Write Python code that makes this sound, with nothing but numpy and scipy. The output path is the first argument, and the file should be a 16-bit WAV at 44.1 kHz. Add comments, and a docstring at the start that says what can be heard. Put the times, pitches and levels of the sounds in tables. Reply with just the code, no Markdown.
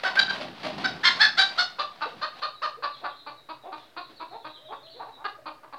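"""Rooster calming in a paved yard

A rooster held in the hands beats its wings, squawks and calms to a steady clucking in a narrow paved yard.
Its voice is a harmonic stack coloured by throat and beak; its wings are crackling noise with low thuds.
A caged fowl answers softly and croons, its voice built the same way; chicks peep as falling whistles.
Walls throw back smeared echoes and a diffuse tail, over filtered noise for a faint town with a low hum.
"""
import sys
import numpy as np
from scipy import signal
from scipy.fft import rfft, irfft, next_fast_len
from scipy.io import wavfile
from scipy.ndimage import uniform_filter1d

SR = 44100
rng = np.random.default_rng(int(sys.argv[2]) if len(sys.argv) > 2 else 0)


def elevation(decibels):
    """Turn decibel levels (scalar or array-like) into linear amplitude ratios."""
    levels = np.asarray(decibels, float)
    return 10 ** (levels / 20)


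def store_wav(level_fs):
    """Save 16-bit WAV to argv[1]."""
    pcm = np.round(np.clip(np.atleast_2d(level_fs), -1, 1) * 32767)
    wavfile.write(sys.argv[1], SR, pcm.T.astype(np.int16))


N = 254898  # length [samples]

# Source levels are those ahead of the yard, the microphone tone and the input stage.
# spectrum of the distant town: (frequency [Hz], relative density [dB per Hz])
TOWN_SPECTRUM = [(30, -30), (50, -5), (80, -12.5), (125, -10), (200, -18.5), (260, -2), (500, -4.5),
                 (640, 0), (1000, -13), (1600, -7.5), (2600, -15.5), (5000, -19), (6300, -25),
                 (15500, -27.5)]
# wing beats: (time [s], level [dB], fade [s], thud relative to beat [dB])
WING_BEATS = [(0.033, -27, 0.037, -33), (0.152, -22.5, 0.014, -23), (0.192, -30.5, 0.026, -25),
              (0.3, -29.5, 0.071, -23), (0.408, -32.5, 0.02, -9), (0.482, -38.5, 0.016, -18),
              (0.631, -29.5, 0.042, -11), (0.696, -40.5, 0.09, -9), (.779, -31.5, 0.086, -25),
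              (0.817, -38, 0.036, -8.5), (2.962, -47, 0.065, -19), (3.77, -48, 0.1, -27),
              (4.094, -46.5, 0.038, -2.5)]
# tone of the feathers: (frequency [Hz], gain [dB])
FEATHER_TONE = [(300, -13), (700, 4.5), (1500, -1.5), (3000, -6), (5000, -8.5), (10000, -10), (16000, -2)]
# air stirred by the struggling wings: (time [s], buffeting [dB], feather rustle [dB])
STIRRED_AIR = [(0.0, -59, -38.5), (.14, -54, -46.5), (.21, -47, -41), (.5, -44, -53.5), (.58, -53, -42.5),
               (.66, -46.5, -40), (.73, -44, -56), (.91, -39, -52), (1.03, -47.5, -43.5), (1.169, -47, -35),
               (1.26, -50.5, -50.5), (1.52, -55, -41.5), (1.78, -65, -56), (2.1, -61, -44),
               (2.17, -50, -50), (2.29, -69, -55), (2.399, -56, -45.5)]
# beak resonances: (centre [Hz], width [Hz], relative gain [dB])
BEAK_RESONANCES = [(3800, 1400, -12), (4450, 700, -8.5), (5214, 190, -4.5)]
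# held bird: (time [s], length [s], level [dB], pitch [Hz], in-between lines [dB], beak brightness [dB])
HELD_CLUCKS = [(0.037, 0.057, -24, 761.8, -10, -7.5), (.838, 0.031, -21.5, 769.4, -44, -1.5),
               (1.031, 0.068, -15.5, 1059, -9.5, 1), (1.190, 0.079, -15.5, 874.4, -12.5, 2.5),
               (1.368, 0.067, -17, 780.6, -19, 5), (1.573, 0.058, -21, 719, -20, 3.5),
               (1.784, 0.048, -25.5, 591.6, -9.5, -4.5), (2.008, 0.044, -27, 596.5, 5.5, -10),
               (2.213, 0.048, -26.5, 616, -21, -4), (2.417, 0.051, -27.5, 610.4, -25, -1.5),
               (2.617, 0.054, -24.5, 617.6, -29, -6.5), (2.823, 0.049, -27.5, 586.5, -7, -7.5),
               (3.038, 0.045, -30.5, 584.5, 1, -13.5), (3.263, 0.043, -36, 299.4, -28, -11),
               (3.488, 0.041, -35.5, 318.4, -33, -9.5), (3.719, 0.039, -36.5, 311.3, -31, -11.5),
               (3.964, 0.0443, -34, 352.5, -37, -8.5), (4.198, 0.045, -36, 329, -34, -13),
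               (4.444, 0.044, -36.5, 313.3, -20, -13.5), (4.719, 0.033, -38.5, 280, -21, -19),
               (5.017, 0.023, -38, 296, -23, -32), (5.242, 0.032, -28.5, 408.8, -30.5, -9),
               (5.456, 0.043, -34, 312.5, -33.5, -10), (5.632, 0.037, -46.5, 318, -17.5, -22),
               (5.725, 0.032, -38.5, 277.6, -30, -15)]
# caged bird: (time [s], length [s], level [dB], pitch [Hz], throat resonance [Hz])
CAGED_MURMURS = [(0.076, 0.049, -34.5, 1007, 1010), (0.393, 0.036, -38, 629, 674),
                 (0.641, 0.041, -33.5, 622, 670), (2.05, 0.035, -37.5, 497, 630),
                 (2.764, 0.042, -47.5, 485, 524), (3.013, 0.046, -40.5, 367.5, 680),
                 (3.634, 0.072, -38.5, 380, 710), (4.31, 0.071, -38.5, 450, 790),
                 (4.686, 0.06, -38, 444, 804), (4.936, .057, -48, 506, 560),
                 (4.992, 0.028, -34.5, 470, 912), (5.059, .047, -42, 452, 910),
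                 (5.167, 0.078, -47, 305.5, 950), (5.375, 0.028, -50.5, 619, 642)]
# held bird, a clear whistle until the beak opens:
# (time [s], length [s], level [dB], pitch [Hz], share of length with beak shut [0-1])
HELD_YELPS = [(0.165, .043, -16, 793.6, 0.61), (.280, .036, -26.5, 791.6, .42)]
# nearest chicks: (time [s], level [dB], start pitch [Hz], end pitch [Hz])
NEAR_PEEPS = [(2.33, -54, 4220, 3500), (2.539, -50, 4080, 3680), (2.91, -44.5, 4300, 3250),
              (3.072, -46.5, 4120, 3220), (3.167, -48, 4220, 3540), (3.25, -53, 4250, 4450),
              (3.359, -53.5, 3990, 3697), (3.611, -56, 3990, 3310), (3.78, -54, 3700, 3250),
              (4.008, -50, 4450, 3380), (4.16, -50, 4450, 3430), (4.298, -50.5, 4480, 3400),
              (4.422, -54, 3610, 3190), (4.468, -49, 4100, 3460), (4.53, -46.5, 4110, 2995),
              (4.65, -47.5, 3980, 3090), (4.731, -51.5, 3800, 3380), (4.83, -47.5, 4340, 2867),
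              (4.901, -47, 4525, 3330), (4.959, -51, 4300, 3700), (5.12, -51, 3990, 3630)]
# long, clear, quiet notes of the caged bird: (time [s], length [s], level [dB], pitch [Hz])
CAGED_CROONS = [(4.573, 0.155, -54.5, 626), (4.798, .135, -56.5, 658)]
# echoes from the nearest walls: (delay [s], relative level [dB])
WALL_ECHOES = [(0.015, -8), (.032, -9.5), (0.051, -17.5), (0.069, -18.5), (0.099, -25)]
# microphone tone on birds and wing beats: (frequency [Hz], gain [dB])
MIC_TONE = [(60, -22.5), (300, 4), (1000, 1.5), (4600, 5.5), (5600, -6.5), (7000, -16.5), (11000, -23.5),
            (16000, -61)]


def colour(x, points):
    """Filter by a (Hz, dB) response."""
    hz, db = np.transpose(points)
    size = next_fast_len(len(x) + 2048)
    bins_hz = np.fft.rfftfreq(size, 1 / SR)
    gain = elevation(np.interp(np.log(bins_hz + 1), np.log(hz), db))
    return irfft(rfft(x, size) * gain, size)[:len(x)]


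def level(x, db):
    """Scale to an rms level."""
    return x * elevation(db) / np.sqrt(np.mean(x ** 2))


def band(x, hz, width_hz):
    """Resonant band-pass."""
    return signal.lfilter(*signal.iirpeak(hz, hz / width_hz, SR), x)


def walk(size, rate):
    """Smooth random wander, spread 1."""
    k = max(int(SR / rate), 1)
    noise = rng.standard_normal(4410 + size)
    smooth = uniform_filter1d(uniform_filter1d(noise, k), k)
    return level(smooth[:size], 0)


def add(track, s, sound):
    """Mix a sound into the track at a time."""
    i = int(s * SR)
    track[i:i + len(sound)] += sound[:len(track) - i]


def town():
    """Distant traffic and hiss as coloured noise, with a narrow noise band as a wavering low hum."""
    hum = level(band(rng.standard_normal(N), hz=130, width_hz=15), -68.5)
    return level(colour(rng.standard_normal(N), TOWN_SPECTRUM), -58.5) + hum


def wings():
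    """Each beat is a sudden crackling whoosh with a thud of air; feathers rustle and air buffets in between."""
    t = np.arange(N) / SR
    beats, thuds = np.zeros(N), np.zeros(N)
    rise_s = 0.004
    beat_t = t[:SR // 4]
    for s, db, fade, thud_db in WING_BEATS:
        shape = elevation(db) * np.exp(-beat_t / fade) * np.clip(beat_t / rise_s, 0, 1)
        add(beats, s, shape)
        add(thuds, s, shape * elevation(thud_db))
    s, buffet_db, rustle_db = np.transpose(STIRRED_AIR)
    rustle = elevation(np.interp(t, s, rustle_db, right=-120))
    # random jumps and wanders in strength make the noise crackle
    strength_db = rng.exponential(size=N) + 2 * walk(N, 250) + 1.5 * walk(N, 40)
    crackle = level(rng.standard_normal(N) * elevation(strength_db), 0)
    buffet_hz = 197
    low = band(rng.standard_normal(N), buffet_hz, 160)
    low = level(band(low, buffet_hz, 370), 0)
    feathers = level(colour(crackle, FEATHER_TONE), 0) * (beats + rustle)
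    buffet = low * elevation(np.interp(t, s, buffet_db, right=-120))
    return feathers + low * thuds, buffet


def resonance(hz, centre_hz, width_hz):
    """Gain of a steep resonance."""
    return 1 / (1 + ((hz - centre_hz) / (width_hz / 2)) ** 2) ** 1.37


def call(length, db, pitch_hz, ends, between_db, throat_hz, beak_db, rough, rise, attack, pop, shut=0):
    """One call: a harmonic stack through throat and beak; uneven pulses add lines between the harmonics.

    ends: start and end share of pitch; rough: 0-1; rise, attack, shut: shares of the length.
    """
    u = np.arange(int(length * SR)) / (length * SR)
    # soft calls pop open fuller, loud squawks swell
    onset = np.clip(pop * (-11.5 - db), .1, .9)
    shape = np.interp(u, [0, .04, np.clip(attack, .1, .7), .8, 1], [0, onset, 1, .75, 0])
    glide = np.interp(u, [0, np.clip(rise, .1, .75), .8, 1], [ends[0], 1, 1, ends[1]])
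    closed_db = -30 * (u < shut)  # a shut beak leaves mainly the throat tone
    beak_db = beak_db + closed_db

    # pulses repeat in groups of this many, so every pattern-th line is a harmonic
    pattern = 3 if pitch_hz > 1000 else 2
    base_hz = pitch_hz / pattern * glide * (1 + 0.1 * rough * walk(len(u), 300))
    k = np.arange(1, int(15000 * pattern / pitch_hz))[:, None]
    hz = k * base_hz

    gain = resonance(hz, throat_hz, 0.54 * throat_hz)
    gain = gain + elevation(-19.5 + closed_db) * resonance(hz, 410, 2500)  # broad skirt
    # second resonance of the windpipe
    overtone_hz = max(2450, 2.14 * throat_hz)
    gain = gain + elevation(-12.5 + .5 * beak_db) * resonance(hz, overtone_hz, 380)
    beak = sum(elevation(d) * resonance(hz, f, w) for f, w, d in BEAK_RESONANCES)
    gain = gain + elevation(beak_db) * shape * beak
    # only a forceful call reaches the high treble
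    gain = gain + elevation(beak_db - 17.5) * (hz > 5500) * resonance(hz, 6500, 6000)
    gain = gain * np.where(hz > 4950, elevation(min(2.6 * (db + 24), 0)), 1)
    gain = gain * np.where(k < pattern, elevation(-12.0), 1)
    gain = gain * np.where(k != 2 * pattern, elevation(.5 * closed_db), 1)  # spares the second harmonic
    tract = [(pitch_hz / 4, -60), *zip(hz.mean(axis=1), 20 * np.log10(gain.mean(axis=1)))]
    gain = gain * np.where(k % pattern, elevation(between_db), 1)

    # the moving neck makes every line swell and fade in its own way
    swell_db = 2.5 * rng.standard_normal((len(k), 5))
    gain = gain * elevation([np.interp(u, np.linspace(0, 1, 5), row) for row in swell_db])
    phase = 2 * np.pi * k * np.cumsum(base_hz) / SR + 0.26 * k ** 2
    voice = np.sum(gain * np.sin(phase), axis=0)
    # turbulence shakes the strength from pulse to pulse
    voice = voice * (1 + 1.41 * rough * walk(len(u), 980))
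    # air hissing past the syrinx takes the same colour
    hiss = level(colour(rng.standard_normal(len(u)), tract), 0)
    return level(level(voice, 0) + 1.06 * rough * hiss, db) * shape


def clucks():
    """Held bird: the throat resonance follows pitch, and a duller beak makes the voice hoarser."""
    track = np.zeros(N)
    for s, length, db, hz, between_db, beak_db in HELD_CLUCKS:
        throat_share = 2.05 if hz > 500 else 3.195
        throat_hz = max(min(hz * throat_share, 1620), 1070)  # between resting value and ceiling
        rough = 0.2 + 0.018 * max(-11 - beak_db, 0)
        add(track, s, call(length, db, hz, (.8, .72), between_db, throat_hz, beak_db, rough,
                           rise=0.294, attack=0.34, pop=0.017))
    return track


def murmurs():
    """Caged bird: soft, slowly swelling calls with hardly any beak resonance."""
    track = np.zeros(N)
    for s, length, db, hz, throat_hz in CAGED_MURMURS:
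        add(track, s, call(length, db, hz, ends=(.75, 1), between_db=-9.5, throat_hz=throat_hz, beak_db=-47,
                           rough=0.2, rise=0.617, attack=1.0, pop=0.0095))
    return track


def yelps():
    """Held bird: a clear throat whistle turns bright when the beak snaps open."""
    track = np.zeros(N)
    for s, length, db, hz, shut in HELD_YELPS:
        add(track, s, call(length, db, hz, ends=(0.92, 0.696), between_db=-31, throat_hz=1610, beak_db=5,
                           rough=0.14, shut=shut, rise=0.21, attack=0.3, pop=0.034))
    return track


def chicks():
    """Falling sine whistles with a slight waver: the nearest ones listed, the rest of the brood at random."""
    track = np.zeros(N)
    brood = []
    for when, loudness, height in rng.random((30, 3)):
        start_hz = 3800 + 600 * height
        brood.append((1.8 + when * (5.15 - 1.8), -64 + 6 * loudness, start_hz, start_hz - 594))
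    peep_s = 0.045
    u = np.arange(int(peep_s * SR)) / (peep_s * SR)
    for s, db, start_hz, end_hz in NEAR_PEEPS + brood:
        hz = start_hz + (end_hz - start_hz) * u ** 1.325
        hz = hz * (1 + 0.014 * walk(len(u), 190))
        whistle = np.sin(2 * np.pi * np.cumsum(hz) / SR)
        add(track, s, elevation(db) * np.sin(np.pi * u) ** 0.18 * whistle)
    return track


def croons():
    """Caged bird: long, smooth, quiet notes whose throat resonance lies just above the pitch."""
    track = np.zeros(N)
    for s, length, db, hz in CAGED_CROONS:
        add(track, s, call(length, db, hz, ends=(0.72, 0.91), between_db=-32, throat_hz=1.18 * hz, beak_db=-44,
                           rough=0.06, rise=0.404, attack=.4, pop=0.015))
    return track


def yard(x, echo_db):
    """Wall echoes, each smeared by clutter, plus a diffuse tail whose treble rings slightly longer."""
    t = np.arange(SR) / SR
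    low_t60_s, top_t60_s = 0.42, 0.47
    noise = rng.standard_normal(SR) * np.clip(t / 0.013, 0, 1)
    low = uniform_filter1d(noise, 8)
    tail = low * 1000. ** (-t / low_t60_s) + (noise - low) * 1000. ** (-t / top_t60_s)
    response = elevation(-10.5) * tail / np.sqrt(np.sum(tail ** 2))
    for s, db in WALL_ECHOES:
        smear = rng.standard_normal(441) * np.exp(-t[:441] / 0.0043)
        add(response, s, elevation(db + echo_db) * smear / np.sqrt(np.sum(smear ** 2)))
    return signal.fftconvolve(x, response)[:N]


def scene():
    """Near sounds come direct and echoed; the chicks, further off, mostly as diffuse sound."""
    flaps, buffet = wings()
    near = flaps + clucks() + murmurs() + yelps() + croons()
    far = chicks()
    heard = near + yard(near, echo_db=0.5)
    heard = heard + elevation(-7.5) * far + elevation(8) * yard(far, echo_db=-16.5)
    return (colour(heard, MIC_TONE) + buffet + town())[None]


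def top_cut(x):
    """Nothing passes above the cut-off."""
    return signal.sosfilt(signal.butter(12, 16060, fs=SR, output="sos"), x)


def record(dry):
    """The input stage rounds the loudest peaks and sits a little off zero."""
    mix = np.tanh(0.69 * dry) / 0.85 - 0.0007
    return top_cut(mix)


dry = scene()
out = record(dry)
store_wav(out)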